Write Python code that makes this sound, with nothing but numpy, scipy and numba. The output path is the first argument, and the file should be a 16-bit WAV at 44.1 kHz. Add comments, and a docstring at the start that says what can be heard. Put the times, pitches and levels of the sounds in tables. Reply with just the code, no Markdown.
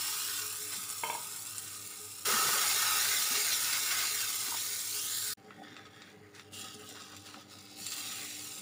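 """Batter sizzles in a hot frying pan, heard from close above in a small kitchen with a humming hob and fan.
The sizzle is thousands of short bursting bubbles over steam noise, coloured by the pan and the microphone.
A bowl rocks on the worktop, a second spoonful lands and flares up, and the steam slowly dies down.
After a brief near-silence a spoon spreads the batter: soft squelches, light ticks, a low rumble of
rubbing and fresh hiss where it reaches bare metal."""
import sys
import numpy as np
from scipy import signal
from scipy.fft import rfft, irfft, next_fast_len
from scipy.io import wavfile
from scipy.ndimage import uniform_filter1d
from numba import njit

SR = 44100
rng = np.random.default_rng(int(sys.argv[2]) if len(sys.argv) > 2 else 0)


def store_wav(level_fs):
    """Save 16-bit WAV to argv[1]."""
    pcm = np.round(np.clip(np.atleast_2d(level_fs), -1, 1) * 32767)
    wavfile.write(sys.argv[1], SR, pcm.T.astype(np.int16))


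N = 379701
T = np.arange(N) / SR  # time in seconds

# The near-silence between pouring and spreading: start in seconds, end in seconds.
PAUSE = (5.335, 5.373)
TOP_HZ = 15550  # edge of the steep treble cut

# Kitchen air, a spectrum. Each row: frequency in Hz, gain in dB.
KITCHEN_COLOUR = [(30, -20), (55, -1.5), (75, -26), (110, 11), (170, 6.5), (260, 3.5), (360, 5.5),
                  (520, 3.5), (700, -4.5), (1000, -4), (1500, -3.5), (3000, -9.5), (7000, -39),
                  (14000, -23)]
# Mains hum of the hob, wavering about these levels.
# Each row: frequency in Hz, level while pouring in dB rms, level while spreading in dB rms.
MAINS_HUM = [(100, -67.5, -69), (198, -75, -70), (300, -69.5, -64.5)]
# Air resonances of the fan, fluttering about these levels.
# Each row: frequency in Hz, half-width in Hz, level while pouring and level while spreading in dB rms.
FAN_RESONANCES = [(101.7, 13, -69.5, -69.5), (421.7, 21, -68.5, -66.5), (785, 24, -74.5, -71),
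                  (1247, 76, -63, -79)]
# A low tone near 423 Hz, set at these levels around these times. Each row: centre in seconds, level in dB rms.
LOW_TONE = [(0.1, -62), (0.283, -60), (0.45, -58.5), (0.63, -54.5), (1.62, -64), (2.04, -56.5), (3.1, -56),
            (3.38, -50), (3.88, -63), (4.15, -58), (4.98, -58.5), (5.29, -58), (5.48, -56), (6.8, -54.5),
            (7.97, -89)]
LOW_TONE_HZ, LOW_TONE_SPAN_S = 422.6, 0.049  # pitch, half-length around each time

# The bowl rocks to rest. Each row: start in seconds, level of the blow in dB before echoes.
BOWL_KNOCKS = [(1.035, -18.5), (1.046, -29.5), (1.0615, -29), (1.087, -34), (1.0987, -21), (1.127, -31),
               (1.1495, -28.5), (1.179, -41), (1.207, -43)]
# How the bowl rings. Each row: frequency in Hz, relative level in dB, t60 in seconds.
BOWL_MODES = [(225, -14, 0.023), (484, -5.5, 0.021), (620, -4.5, 0.065), (938, 10, 0.023),
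              (1065, 4.5, .018), (1200, -4, 0.043), (1610, -6, 0.042), (2120, -0.5, 0.034),
              (2250, -1, 0.04), (2530, 0, 0.012), (2820, -10, 0.014), (3130, -11, 0.038), (3420, -17, .07)]
# How the room answers the bowl. Each row: frequency in Hz, gain in dB.
ROOM_COLOUR = [(900, -2.0), (2200, -5.0), (3300, 5)]

# Light touches of the spoon, dull through batter and bright on bare metal.
# Each row: start in seconds, level in dB before echoes, tilt in dB per octave.
SPOON_TICKS = [(5.507, -35, -15), (5.7661, -33, -4), (5.8544, -44, 3), (6.02, -34.5, -1),
               (6.396, -32.5, -4), (7.021, -33, 7), (7.166, -36, 1), (7.3432, -32.5, -14),
               (7.866, -22.5, 6), (7.9203, -22, 8)]
# How the spoon rings, damped by batter. Each row: frequency in Hz, relative level in dB, t60 in seconds.
SPOON_MODES = [(1290, 0, 0.011), (1830, 2.5, 0.0066), (2530, 8, 0.0079), (3600, 6.5, 0.012),
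               (4800, 12, 0.0028), (7500, 5.5, 0.0051)]
# Small things radiate little bass. Each row: frequency in Hz, gain in dB.
SMALL_SOURCE_BASS = [(50, -30), (130, -0.5)]

# The rumble follows the pressure of the spoon. Each row: time in seconds, level in dB rms before flutter.
RUMBLE = [(5.38, -68), (5.6, -59), (6.1, -66), (6.3, -72), (6.5, -67), (6.7, -64), (7.1, -63), (7.45, -65),
          (7.8, -61), (8.15, -67), (8.6, -63)]
RUMBLE_FLUTTER_DB = 3.5
# Colour of the rubbing. Each row: frequency in Hz, gain in dB.
RUMBLE_COLOUR = [(70, -38), (140, -9.0), (190, 2.0), (260, 4.5), (340, -7.0), (480, -10.5),
                 (560, 0.5), (660, -7.5), (785, 5.5), (900, -17), (1400, -34)]

# Short clusters of bubbles: wet plops and, near 4 kHz, crackles of the frying.
# Each row: start in seconds, length in seconds, level of one bubble in dB before echoes, centre pitch in Hz.
BUBBLE_CLUSTERS = [(0.72, 0.031, -41, 1500), (0.722, 0.033, -46, 3000), (3.35, 0.033, -31, 4200),
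                   (3.515, 0.014, -32, 4000), (3.73, 0.027, -31, 4200), (3.985, 0.036, -33, 4000),
                   (4.462, 0.017, -40, 2050), (4.474, 0.018, -45.5, 1310), (4.519, 0.033, -50, 1250),
                   (4.568, 0.0071, -39, 3020), (4.58, 0.04, -46, 2600), (6.947, 0.015, -49, 1400),
                   (7.262, 0.074, -52.5, 1350), (7.345, 0.053, -51, 1300)]
# Dull gulps of thick batter. Each row: start in seconds, peak level in dB before echoes, pitch in Hz.
GULPS = [(0.775, -56, 189), (2.331, -50, 225), (2.368, -56, 144), (2.468, -50, 151), (2.521, -57, 228),
         (3.308, -49, 268), (4.478, -52, 337), (4.483, -56, 900), (4.52, -45, 950), (4.542, -44, 890),
         (5.431, -68, 215), (5.575, -61, 150), (5.621, -62, 267), (5.72, -53, 300), (6.079, -58, 308),
         (6.135, -60, 430), (6.17, -62, 150), (6.75, -59, 248), (6.921, -56, 435), (7.469, -58, 348),
         (7.81, -55.5, 190)]

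# Droplets that spit. Each row: start in seconds, level in dB before echoes.
SPITS = [(0.735, -26), (0.7657, -24), (0.9014, -20.5), (1.2161, -28), (1.3614, -24), (1.5818, -19.5),
         (4.2054, -23.5), (4.407, -25), (4.6134, -25), (5.1574, -35), (5.279, -20), (6.745, -34),
         (6.8907, -31), (6.9044, -40), (7.1656, -32.5), (7.8662, -25), (7.9035, -37)]
# The bright snap of a droplet. Each row: frequency in Hz, relative level in dB, t60 in seconds.
SPIT_MODES = [(3800, 3, 0.00082), (5430, -5, 0.0056), (7600, 4.0, 0.0038),
              (8500, 4.5, 0.007), (11000, -1, 0.0033), (14900, -3, 0.0036)]

# Blubbering under the fresh spoonful, a first rush and a lingering rest.
# Each holds: steady time in seconds, level in dB, fade in dB per second.
BLUBBER_RUSH, BLUBBER_REST = (0.2, -43.5, 46), (0.73, -58, 4.7)
# Colour of the big steam bubbles. Each row: frequency in Hz, gain in dB.
BLUBBER_COLOUR = [(50, -45), (110, -1), (160, 0.0), (280, -6.5), (400, 11.0),
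                  (520, 5.5), (640, -1.0), (780, 6), (1100, 5)]
# Bass cut on the ringing air of the rush. Each row: frequency in Hz, gain in dB.
BLUBBER_RING_COLOUR = [(100, -41.5), (900, 0)]

# Two bands of hiss that climb.
# Each row: time in seconds, upper band in Hz, its level in dB rms, lower band in Hz, its level in dB rms.
CLIMBS = [(4.85, 3300, -64, 2400, -66), (4.93, 4400, -44, 2800, -57), (4.98, 5250, -43, 3050, -50),
          (5.06, 6300, -50, 3450, -51), (5.16, 7200, -51, 4200, -43), (5.25, 7400, -66, 4430, -47),
          (5.33, 7500, -70, 4660, -44)]
CLIMB_WIDTH_HZ = 940  # half-width

# Spoonfuls boil steadily, then dry out, large wet bubbles first and fine spray last.
# Each row: start in seconds, steady time in seconds, sizzle in dB, wet bubbles in dB relative to it,
# spray in dB relative to it, then the fades of these three in dB per second.
SPOONFULS = [(-0.03, 0.027, -42.5, -3, 4.6, 3.86, 5.5, 3.94),
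             (2.249, 0.76, -33.5, -1.5, 0.19, 4.1, 7.8, 3.15)]
# Steam escapes from under the edge of the batter. Each row: start in seconds, length in seconds,
# sizzle in dB, wet bubbles in dB relative to it, spray in dB relative to it.
FLARES = [(-0.02, 0.45, -39.5, -6, -5), (0.712, 0.05, -43, -10, -5), (2.267, 0.64, -47, 8, -15),
          (3.339, 0.041, -35.5, -5, -20), (3.444, 0.027, -39.5, -16, -10), (3.513, 0.012, -32, -10, -9),
          (3.716, 0.034, -37.5, -5, -18), (3.901, 0.03, -36.5, -1, -11), (3.975, 0.084, -38.5, -2.5, -15),
          (4.177, 0.066, -42, 0, -13), (4.56, 0.029, -43, -12, -12), (4.9, 0.23, -51, -25, 9),
          (5.138, 0.24, -42.5, -11, 3.5)]
FLARE_ATTACK_S, FLARE_RELEASE_DB_PER_S = 0.012, 237
# Strokes of the spoon, wet in thick batter and hissing on bare metal.
# Each row: start in seconds, attack in seconds, length in seconds,
# sizzle in dB, wet bubbles in dB relative to it, spray in dB relative to it.
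STROKES = [(5.45, 0.061, 0.064, -68, 13.5, -7), (5.547, 0.03, 0.056, -68, 10, -3),
           (5.613, 0.023, 0.25, -61, 6, -13), (5.904, 0.038, 0.2, -62.5, 5.5, -7.5),
           (6.215, 0.039, 0.03, -79.5, 21.5, -2), (6.33, 0.028, 0.051, -55, 4.5, -7),
           (6.506, 0.057, 0.11, -48.5, -6, -1), (6.62, 0.023, 0.13, -52, -2.5, -5.5),
           (6.76, 0.04, 0.092, -56.5, 2, -1), (6.85, 0.03, 0.082, -52.5, -6, -5),
           (6.935, 0.021, 0.19, -52.5, -0.5, -8), (7.13, 0.04, 0.13, -58.5, -7, -7.5),
           (7.161, 0.004, 0.018, -55, -4, -7), (7.232, 0.026, 0.055, -52.5, -0.5, -5.5),
           (7.312, 0.023, 0.1, -54.5, -7, -10), (7.468, 0.046, 0.31, -53, -8, -7),
           (7.742, 0.1, 0.84, -45, -9, 0), (7.903, 0.018, 0.031, -45, -2, -1),
           (7.92, 0.06, 0.34, -52.5, 1, -7)]
STROKE_RELEASE_DB_PER_S, STROKE_FLUTTER_DB = 183, -0.5
SAG_DB_PER_S = 3.5  # a flare or a stroke weakens as the metal under it cools
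# The spread batter between strokes: sizzle in dB, wet bubbles and spray in dB relative to it.
SIMMER = (-70, -0.56, -6)

# Broad colour of the frying as picked up, with a microphone resonance above 14 kHz.
# Each row: frequency in Hz, gain in dB.
PICKED_UP_COLOUR = [(200, -25), (620, -11), (850, -1.5), (1400, 2), (2500, 2.5), (5500, 0.5), (7400, -1),
                    (8300, -2), (10500, -5.5), (12500, -8), (13800, -15), (14600, -1), (15500, -2)]
# Peaks and hollows of the air in the pan. Each row: frequency in Hz, half-width in Hz, gain in dB.
PAN_AIR = [(1040, 144, -3.5), (1266.5, 25, 7.5), (1524, 150, 5.5), (1700, 72, -4), (2070, 130, 1),
           (1964, 77, -4), (2395, 230, -6), (3150, 76, 1), (4683, 66, 3), (5520, 1100, 2), (5870, 260, 2),
           (6260, 160, -7), (7560, 160, 1), (8030, 480, -5.5)]
# The same around the first small pool. Each row: frequency in Hz, half-width in Hz, gain in dB.
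SMALL_POOL_AIR = [(650, 220, -4), (2140, 240, -0.5), (2480, 52, 2), (3750, 160, -4), (4800, 250, -2.5),
                  (5340, 110, 3), (6600, 690, -3.5), (7740, 270, 4)]
# And around the widely spread batter. Each row: frequency in Hz, half-width in Hz, gain in dB.
SPREAD_AIR = [(1484, 170, -7), (1960, 92, 6.5), (2310, 180, 3), (3100, 180, -3), (5640, 1400, -2.5),
              (7300, 530, 2.5), (9900, 600, -1), (12000, 740, -3.5), (960, 35, -9)]
# Bands used to gauge each bubble size: wet, middling, fine, mist. Each row: low edge in Hz, high edge in Hz.
SIZE_RANGES = [(900, 2400), (2700, 6200), (6800, 11000), (6800, 11000)]
# The corners in Hz between which one bubble size hands over to the next.
SIZE_CORNERS_HZ = [1900, 3100, 5800, 7400, 10500, 13000]
# Each row: the share of one bubble size at each of those corners, from 0 to 1.
SIZE_SHARES = [(1, 0, 0, 0, 0, 0), (0, 1, 1, 0, 0, 0), (0, 0, 0, 1, 1, 0), (0, 0, 0, 0, 0, 1)]

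# The echo from the hand or spoon above the pan.
# Each row: time in seconds, lowest hollow in Hz, echo share from 0 to 1.
OVERHEAD_ECHO = [(4.6, 1520, 0.69), (4.85, 1510, 0.48), (4.93, 1670, 0.69), (5.0, 2090, 0.53),
                 (5.1, 2650, 0.54), (5.2, 2900, 1), (5.33, 3100, 1), (5.38, 1050, .1), (6.1, 994, 0.68),
                 (6.4, 1710, 0.16), (6.55, 2150, .2), (6.95, 2220, 0.33), (7.3, 1610, 0.11),
                 (7.55, 3130, 0.61), (7.85, 3200, 0.42), (8.05, 1610, 0.14), (8.25, 1580, 0.21),
                 (8.6, 1660, .22)]
# Colour of that echo. Each row: frequency in Hz, gain in dB.
OVERHEAD_COLOUR = [(900, -15), (1800, -2.0), (6200, -14.5), (9000, -33)]
# The air between spoon and pan rings, lower as the gap widens.
# Each row: time in seconds, centre in Hz, boost in dB.
GAP_RING = [(5.38, 3300, -2), (5.55, 3350, 9), (5.68, 3520, 8.5), (6.15, 3450, 11), (6.3, 3500, -1),
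            (6.48, 3850, 4), (6.56, 3850, 5.5), (7.0, 3820, 3), (7.4, 3750, 1), (7.55, 4300, 1),
            (7.8, 4580, 6), (7.93, 4350, 8), (8.05, 3900, 7), (8.18, 3450, 3), (8.35, 3300, -1)]
# A lower band that stands out of the scrape. Each row: time in seconds, centre in Hz, boost in dB.
LOW_RING = [(5.38, 2100, 0), (5.7, 2100, 5), (6.2, 2120, 2.5), (6.39, 2560, 6), (6.56, 2800, 9),
            (6.9, 2900, 4.5), (7.2, 2800, -2), (7.32, 2370, 2), (7.6, 2700, -2), (8.0, 2580, 3.5),
            (8.38, 2530, 7.5), (8.6, 2500, -6)]
# A gliding band of the frying sound, weakened or strengthened.
# Each row: time in seconds, centre in Hz, boost in dB.
GLIDING_BAND = [(0.4, 2100, -3.5), (0.9, 2100, -4), (1.7, 2080, -2.5), (2.24, 2110, -4), (2.3, 2080, -2),
                (3.3, 2110, -1.5), (4.0, 2110, 3.5), (4.85, 2900, -4.5), (4.97, 4000, -9), (5.1, 5930, -4),
                (5.33, 6500, -6), (5.38, 2600, 2), (5.5, 2500, -4), (6.1, 2500, 1), (6.4, 2250, -9),
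                (6.55, 2260, -5), (6.9, 2200, -7), (7.22, 2180, -13), (7.31, 1900, -1), (7.55, 1700, -3),
                (7.9, 1650, -8), (8.1, 1650, -1)]
# A ring near 1250 Hz in the sizzle that grows and fades.
# Each row: time in seconds, centre in Hz, boost in dB.
SIZZLE_RING = [(0, 1220, 3), (2.3, 1260, 0), (3.3, 1270, 0), (4.6, 1240, 5.5), (5.0, 1190, -13),
               (5.33, 1180, -1), (5.4, 1260, 4), (6.5, 1260, 1), (6.65, 1250, 6.5), (7.0, 1230, 4.5),
               (7.33, 1210, 8.5), (7.5, 1250, 7), (7.8, 1270, 0), (7.95, 1290, 0), (8.45, 1270, 3.5)]
GAP_WIDTH_HZ, LOW_WIDTH_HZ, GLIDING_WIDTH_HZ, SIZZLE_RING_WIDTH_HZ = 240, 280, 590, 73


def undb(db):
    """Decibels to gain."""
    return 10 ** (np.asarray(db) / 20)


def level(x, db):
    """Bring a sound to unit rms, then to a level in dB that may move."""
    return x * undb(db) / np.sqrt(np.mean(x ** 2))


def curves(rows):
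    """The columns of a table, joined by straight lines in time."""
    s, *columns = np.transpose(rows)
    return [np.interp(T, s, column) for column in columns]


def shape(x, gain):
    """Filter by a gain that is a function of frequency."""
    size = next_fast_len(N + 4096)
    hz = np.arange(size // 2 + 1) * SR / size + 1  # 1 Hz up, to keep its logarithm finite
    return irfft(rfft(x, size) * gain(hz), size)[:N]


def slope(hz, points):
    """A (Hz, dB) spectrum read on a log-frequency axis."""
    f, db = np.transpose(points)
    return np.interp(np.log(hz), np.log(f), db)


def slope_gain(hz, points):
    """The gain of a (Hz, dB) spectrum."""
    return undb(slope(hz, points))


def bumps_db(hz, bumps):
    """Rounded peaks and hollows along the frequency axis."""
    return sum(db * np.exp(-((hz - f) / width) ** 2) for f, width, db in bumps)


def noise_band(hz, width_hz):
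    """Noise in a rounded band about one frequency."""
    return shape(rng.standard_normal(N), lambda f: np.exp(-((f - hz) / width_hz) ** 2))


def walk(rate):
    """A smooth random wander: levels held 1 / rate seconds and slewed twice; spread near 1."""
    hold = int(SR / rate)
    steps = rng.standard_normal(1024)
    held = steps[np.arange(N) // hold % len(steps)]
    return 1.3 * uniform_filter1d(uniform_filter1d(held, hold), hold)


def delayed(x, s):
    """The sound s seconds later; s may move."""
    return np.interp(T - s, T, x)


def envelope(start, length, attack, release_db, sag_db=0):
    """A quick rise, a hold that sags and a release; both slopes in dB per second."""
    age = np.maximum(T - start, 0)
    fall_db = sag_db * np.minimum(age, length) + release_db * np.maximum(age - length, 0)
    return np.minimum(age / attack, 1) * undb(-fall_db)


@njit
def ring(start, hz, t60, size):
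    """A sum of decaying sines, each with its own start, pitch, decay and size."""
    out = np.zeros(N)
    for k in range(len(start)):
        z, p = size[k] + 0j, np.exp((2j * np.pi * hz[k] - np.log(1000) / t60[k]) / SR)
        first = int(start[k] * SR)
        for i in range(first, min(N, first + int(t60[k] * SR) + 2)):
            z *= p
            out[i] += z.imag
    return out


def bubbles(rate, lo_hz, hi_hz, cycles, spread_db):
    """Bubbles burst at random, each a few cycles long; small ones snap harder, so the sum is near white."""
    chance, pitch, size = rng.random(N), rng.random(N), rng.standard_normal(N)
    at = chance < rate / SR
    hz = lo_hz * (hi_hz / lo_hz) ** pitch[at]
    # dense bubbling is made of weaker bubbles, so the rate alone does not set the level
    size = undb(spread_db * np.minimum(size[at], 2)) * hz / np.sqrt((rate + 0 * T)[at])
    sign = np.where(np.flatnonzero(at) % 2, 1, -1)
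    return level(ring(T[at], hz, cycles / hz, size * sign), 0)


def strike(events, modes, scatter, tilt_db=0):
    """Every blow rings all modes of one object, slightly retuned; tilt (dB per octave) brightens it."""
    (s, db, *_), (hz, mode_db, t60) = np.transpose(events), np.transpose(modes)
    share = undb(mode_db + np.outer(tilt_db, np.log2(hz)))
    share = share / np.linalg.norm(share, axis=1, keepdims=True)
    share = share * (-1) ** np.arange(len(hz))  # neighbouring modes start in opposite directions
    pitch = hz * (1 + scatter * rng.standard_normal((len(s), len(hz))))
    size = undb(db)[:, None] * share
    return ring(np.repeat(s, len(hz)), pitch.ravel(), np.tile(t60, len(s)), size.ravel())


def echoes(x, t60, wet_db):
    """Dense reflections that begin after a millisecond and die away."""
    t = T[:SR // 2]
    tail = rng.standard_normal(len(t)) * np.exp(-np.log(1000) * t / t60) * (t > .001)
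    return x + undb(wet_db) * signal.fftconvolve(x, tail / np.linalg.norm(tail))[:N]


def kitchen_air():
    """The dull background of the kitchen: shaped noise whose level drifts."""
    air = shape(rng.standard_normal(N), lambda hz: slope_gain(hz, KITCHEN_COLOUR))
    return level(air, -62.5) * undb(walk(5))


def hob_hum():
    """Mains hum: a few steady sines that waver in level and phase."""
    out = 0
    for hz, pouring_db, spreading_db in MAINS_HUM:
        db = np.where(T < PAUSE[0], pouring_db, spreading_db) + 3 * walk(14)
        out = out + undb(db) * np.sqrt(2) * np.sin(2 * np.pi * hz * T + .6 * walk(12))
    return out


def fan():
    """Air noise in narrow resonances whose levels flutter."""
    out = 0
    for hz, width_hz, pouring_db, spreading_db in FAN_RESONANCES:
        db = np.where(T < PAUSE[0], pouring_db, spreading_db) + 2.44 * walk(13)
        out = out + level(noise_band(hz, width_hz), db)
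    return out


def low_tone():
    """A low tone near 423 Hz, a sine of wandering phase set at given levels around given times."""
    strength = sum(undb(db) * np.exp(-((T - s) / LOW_TONE_SPAN_S) ** 2) for s, db in LOW_TONE)
    return strength * np.sqrt(2) * np.sin(2 * np.pi * LOW_TONE_HZ * T + walk(17))


def bowl():
    """The bowl stands further off: its modes ring, echo from the worktop and wake the room."""
    tilt_db = 0.3 * (np.transpose(BOWL_KNOCKS)[1] + 22.5)  # weak knocks are duller
    knock = strike(BOWL_KNOCKS, BOWL_MODES, scatter=0.024, tilt_db=tilt_db)
    knock = knock + 0.24 * delayed(knock, 0.00225)
    reflections = echoes(knock, t60=0.39, wet_db=-0.5) - knock
    return knock + shape(reflections, lambda hz: slope_gain(hz, ROOM_COLOUR))


def spoon_ticks():
    """The spoon ticks close by: short damped modes, brighter where it meets bare metal."""
    ticks = strike(SPOON_TICKS, SPOON_MODES, scatter=0.028, tilt_db=np.transpose(SPOON_TICKS)[2])
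    return echoes(ticks, t60=0.092, wet_db=-1.5)


def stirring():
    """The back of the spoon rubs through the batter with a low, fluttering rumble of slow bubbles."""
    rub = bubbles(900, 127, 825, cycles=9.4, spread_db=4.0)
    rub = shape(rub, lambda hz: slope_gain(hz, RUMBLE_COLOUR))
    pressure_db = curves(RUMBLE)[0] + RUMBLE_FLUTTER_DB * walk(22)
    return level(rub, pressure_db) * (T > PAUSE[0])


def clusters_and_gulps(count=24):
    """Quick clusters of short decaying sines for plops and crackles, one longer low sine for each gulp."""
    s, length, db, hz = np.repeat(BUBBLE_CLUSTERS, count, axis=0).T
    late, pitch = rng.random((len(s), 2)).T
    hz = hz * 2 ** (1.2 * (pitch - .5))
    clusters = ring(s + length * late, hz, 7 / hz, undb(db))
    s, db, hz = np.transpose(GULPS).copy()
    gulps = ring(s, hz, 20 / hz, undb(db))
    return echoes(clusters, t60=0.084, wet_db=1.0) + echoes(gulps, t60=0.033, wet_db=11.5)


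def spits():
    """Single droplets burst with a bright snap of very short modes."""
    return echoes(strike(SPITS, SPIT_MODES, scatter=0.071), t60=0.087, wet_db=-0.5)


def blubber():
    """Big steam bubbles push through the fresh spoonful and thin out; the rush rings the air in the pan."""
    lands = SPOONFULS[-1][0]
    rush, rest = (undb(db) * envelope(lands, hold, attack=0.037, release_db=fade)
                  for hold, db, fade in (BLUBBER_RUSH, BLUBBER_REST))
    big = bubbles(500, 143, 1010, cycles=19.5, spread_db=2.5)
    big = shape(big, lambda hz: slope_gain(hz, BLUBBER_COLOUR))
    ringing = bubbles(400, 1263, 1305, cycles=50, spread_db=3.5)
    ringing = shape(ringing, lambda hz: slope_gain(hz, BLUBBER_RING_COLOUR))
    return level(big, -0.3) * (rush + rest) + undb(6.0) * ringing * rush


def climbing_hiss():
    """Two narrow bands of hiss climb in pitch together: slow noise carried on gliding sines."""
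    upper_hz, upper_db, lower_hz, lower_db = curves(CLIMBS)
    out = 0
    for hz, db in ((upper_hz, upper_db), (lower_hz, lower_db)):
        noise = level(noise_band(0, CLIMB_WIDTH_HZ), 0)
        out = out + undb(db) * noise * np.sqrt(2) * np.sin(2 * np.pi * np.cumsum(hz) / SR)
    return out * (T > CLIMBS[0][0]) * (T < PAUSE[0])


def boiling():
    """Spoonfuls, flares and strokes add their power: sizzle in dB, wet bubbles and spray relative to it."""
    def power(db, wet_db, spray_db):
        """Power of the sizzle, the wet bubbles and the spray, one row each."""
        return undb(db + np.array([[0], [wet_db], [spray_db]])) ** 2
    poured, flares, strokes = 0, 0, 0
    for s, hold, db, wet_db, spray_db, *fades in SPOONFULS:
        drying = np.array([envelope(s, hold, attack=0.0071, release_db=fade) for fade in fades])
        poured = poured + power(db, wet_db, spray_db) * drying ** 2
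    for s, length, db, wet_db, spray_db in FLARES:
        burst = envelope(s, length, FLARE_ATTACK_S, FLARE_RELEASE_DB_PER_S, SAG_DB_PER_S)
        flares = flares + power(db, wet_db, spray_db) * burst ** 2
    for s, attack, length, db, wet_db, spray_db in STROKES:
        burst = envelope(s, length, attack, STROKE_RELEASE_DB_PER_S, SAG_DB_PER_S)
        strokes = strokes + power(db, wet_db, spray_db) * burst ** 2
    strokes = strokes * undb(STROKE_FLUTTER_DB * walk(30)) ** 2
    total = np.where(T < np.mean(PAUSE), poured + flares, power(*SIMMER) + strokes)
    db, wet, spray = 10 * np.log10(total)
    return db, wet - db, spray - db


def wandering_spots(rate, spread_db, wander_db, count=4):
    """Patches of the pan boil in turn and creep about, so their echoes from the rim colour them differently."""
    out = 0
    for _ in range(count):
        steam = undb(-2.0) * rng.standard_normal(N)
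        spot = bubbles(rate / count, 440, 16900, cycles=4.2, spread_db=3.5) + steam
        near_s, far_s = .0007 + .00015 * walk(5), .0022 + .0003 * walk(4)
        spot = spot + .5 * delayed(spot, near_s)
        spot = spot - .5 * delayed(spot, far_s)
        out = out + spot * undb(wander_db * walk(5) + spread_db * walk(90))
    # the heat that the patches share stays the same
    return out / np.sqrt(uniform_filter1d(out ** 2, size=4096))


def pickup_gain(hz):
    """The broad colour of the frying as picked up, with the peaks and hollows of the pan."""
    return undb(slope(hz, PICKED_UP_COLOUR) + bumps_db(hz, PAN_AIR))


def pool_colour(x):
    """The first small pool and the widely spread batter each have a colour of their own."""
    small, spread = (shape(x, lambda hz: undb(bumps_db(hz, air))) for air in (SMALL_POOL_AIR, SPREAD_AIR))
    return np.select([T < SPOONFULS[-1][0], T > np.mean(PAUSE)], [small, spread], x)


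def passing_reflection(x):
    """A hand or spoon over the pan sends back a dull echo; the closer it comes, the higher the hollows."""
    hollow_hz, share = curves(OVERHEAD_ECHO)
    dull = shape(x, lambda hz: slope_gain(hz, OVERHEAD_COLOUR))
    return (x - share * delayed(dull, 1 / hollow_hz)) * undb(-2.5 * share)


def moving_bands(x):
    """Four narrow bands of the frying sound are weakened or strengthened as their centres glide."""
    for rows, width_hz in ((GAP_RING, GAP_WIDTH_HZ), (LOW_RING, LOW_WIDTH_HZ),
                           (GLIDING_BAND, GLIDING_WIDTH_HZ), (SIZZLE_RING, SIZZLE_RING_WIDTH_HZ)):
        hz, boost_db = curves(rows)
        turn, pole = np.exp(2j * np.pi * np.cumsum(hz) / SR), np.exp(-np.pi * width_hz / SR)
        # shift the gliding centre down to 0 Hz, smooth there, and shift it back
        slow = signal.lfilter([1 - pole], [1, -pole], x * turn.conj())
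        band = 2 * np.real(turn * slow)
        x = x + (undb(boost_db) - 1) * band
    return x


def sizzle():
    """Bursting bubbles over a hiss of steam: sparse crackles when quiet, a dense rush when loud."""
    db, wet_db, spray_db = boiling()
    rate = np.minimum(2500 + 5500 * undb(.8 * (db + 45)), SR / 2)  # bubbles per second
    # the quieter the pan, the more a single patch stands out
    fry = wandering_spots(rate, spread_db=0.96, wander_db=np.interp(db, [-52, -36], [8, 3]))
    fry = shape(echoes(fry, t60=0.12, wet_db=-12.5), pickup_gain)
    # large, middling and fine bubbles each fill their own range of pitch
    large_db = db + wet_db - .2 + 1.5 * walk(30)
    middling_db = db + 0.63 + 0.21 * walk(30)
    fine_db = db + spray_db + 0.082
    # the finest mist needs a fierce boil
    mist_db = db + spray_db + np.interp(db, [-50, -37], [-2.5, .5])
    corners = np.log(SIZE_CORNERS_HZ)
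    out = 0
    for (lo, hi), share, size_db in zip(SIZE_RANGES, SIZE_SHARES, (large_db, middling_db, fine_db, mist_db)):
        strength = np.std(shape(fry, lambda hz: (hz > lo) & (hz < hi)))
        part = shape(fry, lambda hz: np.interp(np.log(hz), corners, share))
        out = out + undb(size_db) / strength * part
    return out


def scene():
    """Everything is heard from one point close above the pan, the same in both channels."""
    background = kitchen_air() + hob_hum() + fan() + low_tone()
    small_sources = bowl() + spoon_ticks() + clusters_and_gulps()
    small_sources = shape(small_sources, lambda hz: slope_gain(hz, SMALL_SOURCE_BASS))
    batter = stirring() + spits() + blubber() + climbing_hiss()
    frying = moving_bands(passing_reflection(pool_colour(sizzle())))
    mono = background + small_sources + batter + frying
    return np.array([mono, mono])


def record(dry):
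    """A brief near-silence parts the pouring from the spreading; the top is cut steeply."""
    gate = np.where((T > PAUSE[0]) & (T < PAUSE[1]), .01, 1)
    gate = uniform_filter1d(gate, 256)  # soft edges
    treble_cut = signal.ellip(12, .2, 80, TOP_HZ, fs=SR, output="sos")
    return signal.sosfilt(treble_cut, dry * gate)


dry = scene()
out = record(dry)
store_wav(out)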